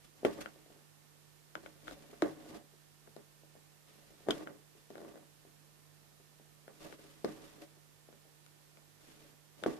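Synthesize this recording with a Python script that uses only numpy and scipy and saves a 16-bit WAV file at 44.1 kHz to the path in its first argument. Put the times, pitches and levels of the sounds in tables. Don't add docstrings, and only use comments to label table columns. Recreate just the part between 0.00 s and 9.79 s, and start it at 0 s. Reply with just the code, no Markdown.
import sys
import numpy as np
from scipy import signal
from scipy.fft import rfft, irfft, next_fast_len
from scipy.io import wavfile
from scipy.ndimage import map_coordinates

SR = 44100
rng = np.random.default_rng(int(sys.argv[2]) if len(sys.argv) > 2 else 0)


def to_wav(sig):
    pcm = np.clip(np.atleast_2d(sig), -1, 1) * 32767
    pcm = np.round(pcm).astype(np.int16)
    wavfile.write(sys.argv[1], SR, pcm.T)


def ratio_of_db(decibels):
    return 10 ** (np.asarray(decibels, float) / 20)


N = 431738

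# (frequency [Hz], density [dB per Hz])
HISS_SPECTRUM = [(130, -24), (220, -6), (330, -1), (420, -4.5), (682, -5.5), (1900, -10.5), (13300, -14),
                 (15100, -20)]
# (frequency [Hz], difference [dB])
HISS_LEAN = [(60, 4), (110, -28), (200, -7), (370, -4.5), (690, -1.5), (1270, -3), (4310, -6),
             (14600, -4.5)]
# (frequency [Hz], density [dB per Hz])
FAR_RUMBLE = [(18, -20), (30, -2), (50, -1), (78, -8), (100, 8.5), (140, -1.5), (230, 2.5), (320, -38)]
# (frequency [Hz], left level [dB], right level [dB])
MAINS_HUM = [(50, -85, -87), (100, -97, -84), (150, -108.5, -63), (448, -94.5, -81.5), (1800, -84, -85.5)]
# (frequency [Hz], T60 [s])
ROOM_T60 = [(150, 0.2), (500, 0.13), (2000, 0.14), (8000, 0.061)]
NOISE_TOP_HZ = 14450

# (frequency [Hz], width [Hz], level [dB])
CLOTH_MODES = [(230.3, 62, -9.5), (315.4, 27, -2.5), (397, 59, -2), (551, 81, -8.5), (697, 29, -6.5),
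               (783, 160, -17), (1173, 104, -12.5), (1269, 130, -18), (1540, 270, -18), (1980, 200, -17)]
# (frequency [Hz], width [Hz], level [dB])
HOOP_MODE = (144, 68, -13.5)
# (frequency [Hz], width [Hz], level [dB])
RUBBED_MODE = (383.4, 31, -2.5)
# (frequency [Hz], width [Hz], level [dB])
POINT_MODES = [(625, 183, 1.5), (1453, 142, 7), (2085, 680, -3.5)]
# (frequency [Hz], width [Hz], level [dB])
EYE_MODES = [(630, 100, 4.5), (1220, 400, 1.5), (1890, 590, -2)]
# (frequency [Hz], density [dB per Hz])
RUSTLE_SPECTRUM = [(470, -1), (800, -10), (1190, -6), (3100, -6.5), (5370, -9.5), (12800, -18),
                   (14300, -21), (15100, -51)]

# (start [s], length [s], rumble at start [dB], rumble at end [dB], rustle [dB])
RUBS = [(0.035, 0.017, -88, -76, -66), (0.156, 0.065, -76, -63.5, -72), (1.563, 0.071, -52.5, -72, -74),
        (1.633, 0.059, -58, -60, -68), (1.7, 0.095, -70, -73, -75), (1.806, 0.058, -73.5, -62, -65),
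        (1.878, 0.056, -56, -62, -59.5), (1.96, 0.28, -64, -66.5, -69.5), (3.872, .38, -71.5, -75, -70.5),
        (4.269, 0.0093, -54, -54, -73), (4.765, .04, -84, -82, -72), (6.736, .06, -76, -73, -70),
        (6.804, 0.14, -62.5, -67, -62), (6.818, .05, -59, -57, -68), (6.987, 0.3, -65.5, -76.5, -68.5),
        (5.296, 0.38, -81, -82, -86), (8.5, 0.49, -84, -86, -92), (9.008, 0.293, -72.5, -84, -71.5),
        (9.075, 0.075, -73, -70, -73), (9.156, 0.18, -70, -72, -77), (9.576, 0.072, -69, -62, -67)]
# (start [s], length [s], rumble at start [dB], rumble at end [dB], rustle [dB])
PULLS = [(0.299, 0.094, -57, -48, -62), (.405, 0.0091, -67, -48.5, -52), (0.438, 0.058, -58, -59, -64),
         (0.514, .17, -64, -76, -73.5), (0.703, 0.16, -66, -76, -77), (2.25, 0.15, -47.5, -60.5, -67.5),
         (2.404, 0.17, -61.5, -50.5, -62.5), (2.588, 0.073, -62, -71, -84),
         (4.317, 0.12, -49.5, -51, -59.5), (4.463, 0.16, -54, -72, -79), (4.909, 0.209, -58, -56, -69),
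         (5.142, .15, -57.5, -75, -83), (7.29, 0.13, -58.5, -56.5, -65), (7.434, 0.19, -59, -68, -65.5),
         (7.604, 0.033, -68, -57, -69), (7.652, 0.14, -67, -81, -79), (9.705, 0.097, -57, -54, -66.5)]
ATTACK_S, RELEASE_S = 0.014, 0.023
RUSTLE_FOLLOWS = 0.65
POP_SHAKE_DB, TAP_SHAKE_DB, SHAKE_RUSTLE_DB = -22, -17, -29
SHAKE_S, SHAKE_FALL_DB = 0.084, 28.5

# (time [s], peak [dB], pitch [Hz], ring [dB], main mode [dB])
POPS_DOWN = [
    (0.2326, -30.5, 417, -8, -18),
    (2.224, -19, 453, 1, 17.5),
    (4.2709, -38.5, 407, -7, 20),
    (7.2461, -20, 397, -4.5, 8),
    (9.628, -35, 423, -9, 5),
]
# (time [s], peak [dB], pitch [Hz], ring [dB], main mode [dB])
POPS_UP = [
    (0.2504, -13.5, 420, -4, 8),
    (4.2872, -17, 427, -5.5, 8.5),
    (9.6624, -16.5, 406, -7, 18),
]
# (time [s], peak [dB], ring [dB])
TAPS = [(1.636, -53, 1), (1.91, -41.5, -22), (1.929, -63, -11), (2.128, -51, 14), (2.734, -61, 13.5),
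        (3.073, -55, 11.5), (3.163, -38.5, -2.5), (3.433, -49.5, -26), (3.551, -47.5, -17),
        (4.104, -52.5, -8), (4.204, -52.5, -11), (4.75, -56, 5), (5.449, -51.5, 0), (6.197, -59.5, 10),
        (6.396, -51, -11), (6.678, -41, -14), (6.898, -49, -4), (6.926, -44, -6), (7.043, -58.5, 14),
        (8.086, -46.5, -6), (8.125, -50, -12), (8.251, -55, -15), (8.772, -55.5, -5)]
# (time [s], peak [dB], ring [dB])
SNAGS = [(0.412, -57, -9), (0.558, -50, -15), (0.66, -52.5, -2), (0.701, -50, -2), (0.759, -58, 7),
         (2.274, -53, -4), (2.462, -53, 6), (2.503, -64, 4), (2.548, -53, 10), (4.408, -38.5, -5),
         (7.432, -54, 6), (7.61, -58, 4), (7.767, -61, 8)]
# (time [s], peak [dB], ring [dB])
TUGS = [
    (4.902, -41, 0),
    (4.912, -57, 7),
    (4.953, -43, -4),
    (4.979, -36.5, -12),
    (5.002, -44, -1),
    (5.014, -42.5, 4),
    (5.046, -43, -5),
    (5.079, -46, -3),
    (5.155, -43, -15),
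    (5.174, -45, -13),
]
THUMP_HZ = 470
PAN_DB, PAN_PER_RING_DB = 8.5, 0.6

# (time [s], peak [dB], upper resonance [Hz], upper level [dB], air [dB])
RASPS = [
    (0.2488, -24.5, 3230, -9.5, -22),
    (4.3067, -25, 3150, -0.5, -16.5),
]
# (time [s], peak [dB], upper resonance [Hz], upper level [dB], air [dB])
SNAPS = [
    (0.459, -32.5, 3280, -11, -28),
    (1.5531, -30.5, 3200, -3.5, -14),
    (1.6608, -40, 3420, -12, -32),
    (1.8801, -34.5, 3480, -10, -32),
    (4.4724, -36, 3300, -10, -33),
    (8.4633, -47.5, 2270, 1.5, 2.5),
    (8.7715, -53, 2270, 5, -8),
    (9.637, -29.5, 3440, -8, -12.5),
]
# (time [s], peak [dB], air [dB])
PRICKS = [(0.407, -47, -5), (0.4164, -42, -22), (1.872, -45, -22), (1.9101, -45, -4), (2.139, -54, -17),
          (3.0734, -54, -17), (3.1642, -50.5, 1), (3.5524, -63, -11), (4.9545, -43.5, -24),
          (6.6792, -47, -15), (6.9252, -42.5, -22), (7.4804, -54, 10), (8.1269, -56, -9)]
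# (time [s], peak [dB], upper resonance [Hz], upper level [dB], air [dB])
TEARS = [
    (2.2214, -24.5, 3940, -10.5, -15),
    (4.2857, -32, 3300, -10, -13),
    (7.2464, -33.5, 4330, -6.5, -11.5),
    (9.6614, -31.5, 3340, -15, -28),
]
PRICK_HZ, PRICK_UPPER_DB = 3630, 0
TUG_TICK_DB, TUG_TICK_LATE_S, TUG_TICK_AIR_DB = -12, 0.00121, -3.5
SCRAPE_SHARE, SCRAPE_T60_S = 0.22, 0.007
RASP_SHARE, RASP_T60_S = 0.7, 0.02
SPOT_SCATTER_DB = 1


def unit(x):
    return x / np.sqrt(np.mean(x ** 2) + 1e-20)


def along(points, hz):
    f, value = np.transpose(points)
    return np.interp(np.log(hz + 1), np.log(f + 1), value)


def filtered(x, response):
    n = x.shape[-1]
    size = next_fast_len(n + 2048, True)
    spectrum = rfft(x, size) * response(np.fft.rfftfreq(size, 1 / SR))
    return irfft(spectrum, size)[..., :n]


def modes(table, f):
    total = 0
    for k, (centre, width, db) in enumerate(table):
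        loss = 1j * f * width
        total = total + (-1) ** k * ratio_of_db(db) * loss / (centre * centre - f * f + loss)
    return total


def wobble(rate):
    knots = rng.standard_normal(int(N * rate / SR) + 4)
    return map_coordinates(knots, [np.arange(N) * rate / SR])


def rustling(x):
    return unit(filtered(x, lambda f: ratio_of_db(along(RUSTLE_SPECTRUM, f)) * (f < NOISE_TOP_HZ)))


def walls(x, wet_db, gap):
    noise = rng.standard_normal((2, min(len(x), SR // 3)))
    hz, t, z = signal.stft(noise, SR, nperseg=128)
    decay = ratio_of_db(-60 * t / along(ROOM_T60, hz)[:, None])
    tail = signal.istft(z * decay, SR, nperseg=128)[1]
    tail = np.pad(tail / np.linalg.norm(tail[0]), ((0, 0), (round(gap * SR), 0)))
    return ratio_of_db(wet_db) * signal.oaconvolve(x[None], tail, axes=1)[:, :len(x)]


def add(out, s, sound):
    part = out[:, round(s * SR):][:, :sound.shape[1]]
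    part += sound[:, :part.shape[1]]


def floor():
    def hiss_response(f):
        lean_db = along(HISS_LEAN, f) * np.array([[0.5], [-0.5]])
        return ratio_of_db(along(HISS_SPECTRUM, f) + lean_db) * (f < NOISE_TOP_HZ)

    hiss = ratio_of_db(-65.0) * unit(filtered(rng.standard_normal((2, N)), hiss_response))
    far = rng.standard_normal((2, N)) + 0.6 * rng.standard_normal(N)
    far = ratio_of_db(-78.0) * unit(filtered(far, lambda f: ratio_of_db(along(FAR_RUMBLE, f))))
    turn = 2 * np.pi * np.arange(N) / SR
    hum = np.zeros((2, N))
    for hz, left_db, right_db in MAINS_HUM:
        gain = ratio_of_db(np.array([[left_db], [right_db]]) + 2 + 1.1 * wobble(7.8))
        hum += gain * np.sin(hz * turn + 0.09 * wobble(1.6))
    return hiss + far + hum


def strokes():
    blows = [(s, db + POP_SHAKE_DB) for s, db, *_ in POPS_UP + POPS_DOWN]
    blows += [(s, db + TAP_SHAKE_DB) for s, db, _ in TAPS]
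    shakes = [(s + ATTACK_S, SHAKE_S, db, db - SHAKE_FALL_DB, db + SHAKE_RUSTLE_DB) for s, db in blows]
    gain = np.zeros((2, N))
    for s, length, first_db, last_db, rustle_db in PULLS + RUBS + shakes:
        t = np.arange(round((ATTACK_S + length + RELEASE_S) * SR)) / SR
        edge = np.clip(np.minimum(t / ATTACK_S, (t[-1] - t) / RELEASE_S), 0, 1) ** 2
        rumble_db = np.interp(t, [ATTACK_S, ATTACK_S + length], [first_db, last_db])
        rustle_db = rustle_db + RUSTLE_FOLLOWS * (rumble_db - rumble_db.mean())
        add(gain, s - ATTACK_S, edge * ratio_of_db(np.array([rumble_db, rustle_db]) + 1.0))
    return gain


def slips(per_second, swing_db, rate):
    hits = rng.random((2, N)) < per_second / SR
    return hits * rng.standard_normal((2, N)) * ratio_of_db(swing_db * wobble(rate))


def drag():
    def drum(f):
        skin = modes([HOOP_MODE] + CLOTH_MODES, f) + modes([RUBBED_MODE], f)
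        return skin * 1j * f / (130 + 1j * f) / (1 + 1j * f / 520)

    rumble_gain, rustle_gain = strokes()
    jerks = slips(1200, swing_db=2, rate=60)
    jerks[1] += 0.5 * jerks[0]
    rumble = unit(filtered(jerks, drum)) * ratio_of_db([[-1.5], [1.5]])
    rustle = rustling(slips(5000, swing_db=2.5, rate=120))
    direct = rumble_gain * rumble + rustle_gain * rustle
    return direct + walls(direct[0], wet_db=-6.5, gap=0.003)


def thump(hz, ring_db, main_db, pan_db, size):
    u = (np.arange(size) / SR - 0.004) * hz
    bell = np.exp(-(u / 0.43) ** 2)
    swing = -np.cos(2 * np.pi * u + 0.5)
    push = (swing - np.sum(swing * bell) / np.sum(bell)) * bell
    snap = np.gradient(np.exp(-(u / 0.097) ** 2)) * 12
    ring = []
    for side_db in (2, 7):
        skin = [(c, w, db + main_db * (270 < c < 350) + rng.normal(0, 0.73)) for c, w, db in CLOTH_MODES]
        ring.append(ratio_of_db(ring_db + side_db) * filtered(push + snap, lambda f: modes(skin, f)))
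    lean_db = 2.5 + pan_db / 2
    direct = push * ratio_of_db([[lean_db], [-lean_db]])
    dull = filtered(push + ring[0], lambda f: 1 / (1 + 1j * f / 600))
    return direct + np.array(ring) + walls(dull, wet_db=-2.5, gap=0.00504)


def thumps():
    out = np.zeros((2, N))
    for pops, way in ((POPS_UP, 1), (POPS_DOWN, -1)):
        for s, db, hz, ring_db, main_db in pops:
            add(out, s - 0.004, way * ratio_of_db(db) * thump(hz, ring_db, main_db, 0, size=SR // 3))
    for s, db, ring_db in TAPS + SNAGS + TUGS:
        pan_db = PAN_DB + PAN_PER_RING_DB * ring_db
        add(out, s - 0.001, ratio_of_db(db) * thump(THUMP_HZ, ring_db, 0, pan_db, size=SR // 8))
    return filtered(out, lambda f: 1j * f / (150 + 1j * f))


def fuzz():
    out, t = np.zeros((2, N)), np.arange(SR // 5) / SR
    for s, db, *_ in POPS_UP + POPS_DOWN:
        hiss = rustling(rng.standard_normal((2, len(t))))
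        add(out, s, ratio_of_db(db - 32 - 60 * t / 0.11) * hiss)
    return out


def tick(upper_hz, upper_db, air_db, body, share, t60):
    t = np.arange(SR // 7) / SR
    spot = [(c, w, db + rng.normal(0, SPOT_SCATTER_DB)) for c, w, db in body]
    spot += [(upper_hz, 700, upper_db + 6.0), (8000, 8000, air_db - 1)]
    scrape = share * ratio_of_db(-60 * t / t60) * rng.standard_normal(len(t))
    click = ratio_of_db(-60 * t / 0.001) + scrape
    click = filtered(click, lambda f: modes(spot, f) / (1 + 1j * f / 12000))
    click /= np.abs(click).max()
    direct = np.array([ratio_of_db(7) * click, ratio_of_db(1) * np.roll(click, round(0.00054 * SR))])
    lap = ratio_of_db([[-9], [-3]]) * np.array([np.roll(click, round(s * SR)) for s in (0.0019, 0.0023)])
    room = ratio_of_db([[-2], [2]]) * walls(click, wet_db=-7, gap=0.003)
    return direct + lap + room


def ticks():
    light = PRICKS + [(s + TUG_TICK_LATE_S, db + TUG_TICK_DB, TUG_TICK_AIR_DB) for s, db, _ in TUGS]
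    light = [(s, db, PRICK_HZ, air_db + PRICK_UPPER_DB, air_db) for s, db, air_db in light]
    kinds = [(SNAPS + light, POINT_MODES, SCRAPE_SHARE, SCRAPE_T60_S),
             (TEARS, EYE_MODES, SCRAPE_SHARE, SCRAPE_T60_S),
             (RASPS, POINT_MODES, RASP_SHARE, RASP_T60_S)]
    out = np.zeros((2, N))
    for events, body, share, t60 in kinds:
        for s, db, upper_hz, upper_db, air_db in events:
            add(out, s + 0.00023, ratio_of_db(db) * tick(upper_hz, upper_db, air_db, body, share, t60))
    return out


def scene():
    return floor() + drag() + thumps() + fuzz() + ticks()


def roll_off(x):
    return signal.sosfilt(signal.butter(12, 15210, fs=SR, output="sos"), x)


def record(dry):
    return roll_off(dry)


dry = scene()
out = record(dry)
to_wav(out)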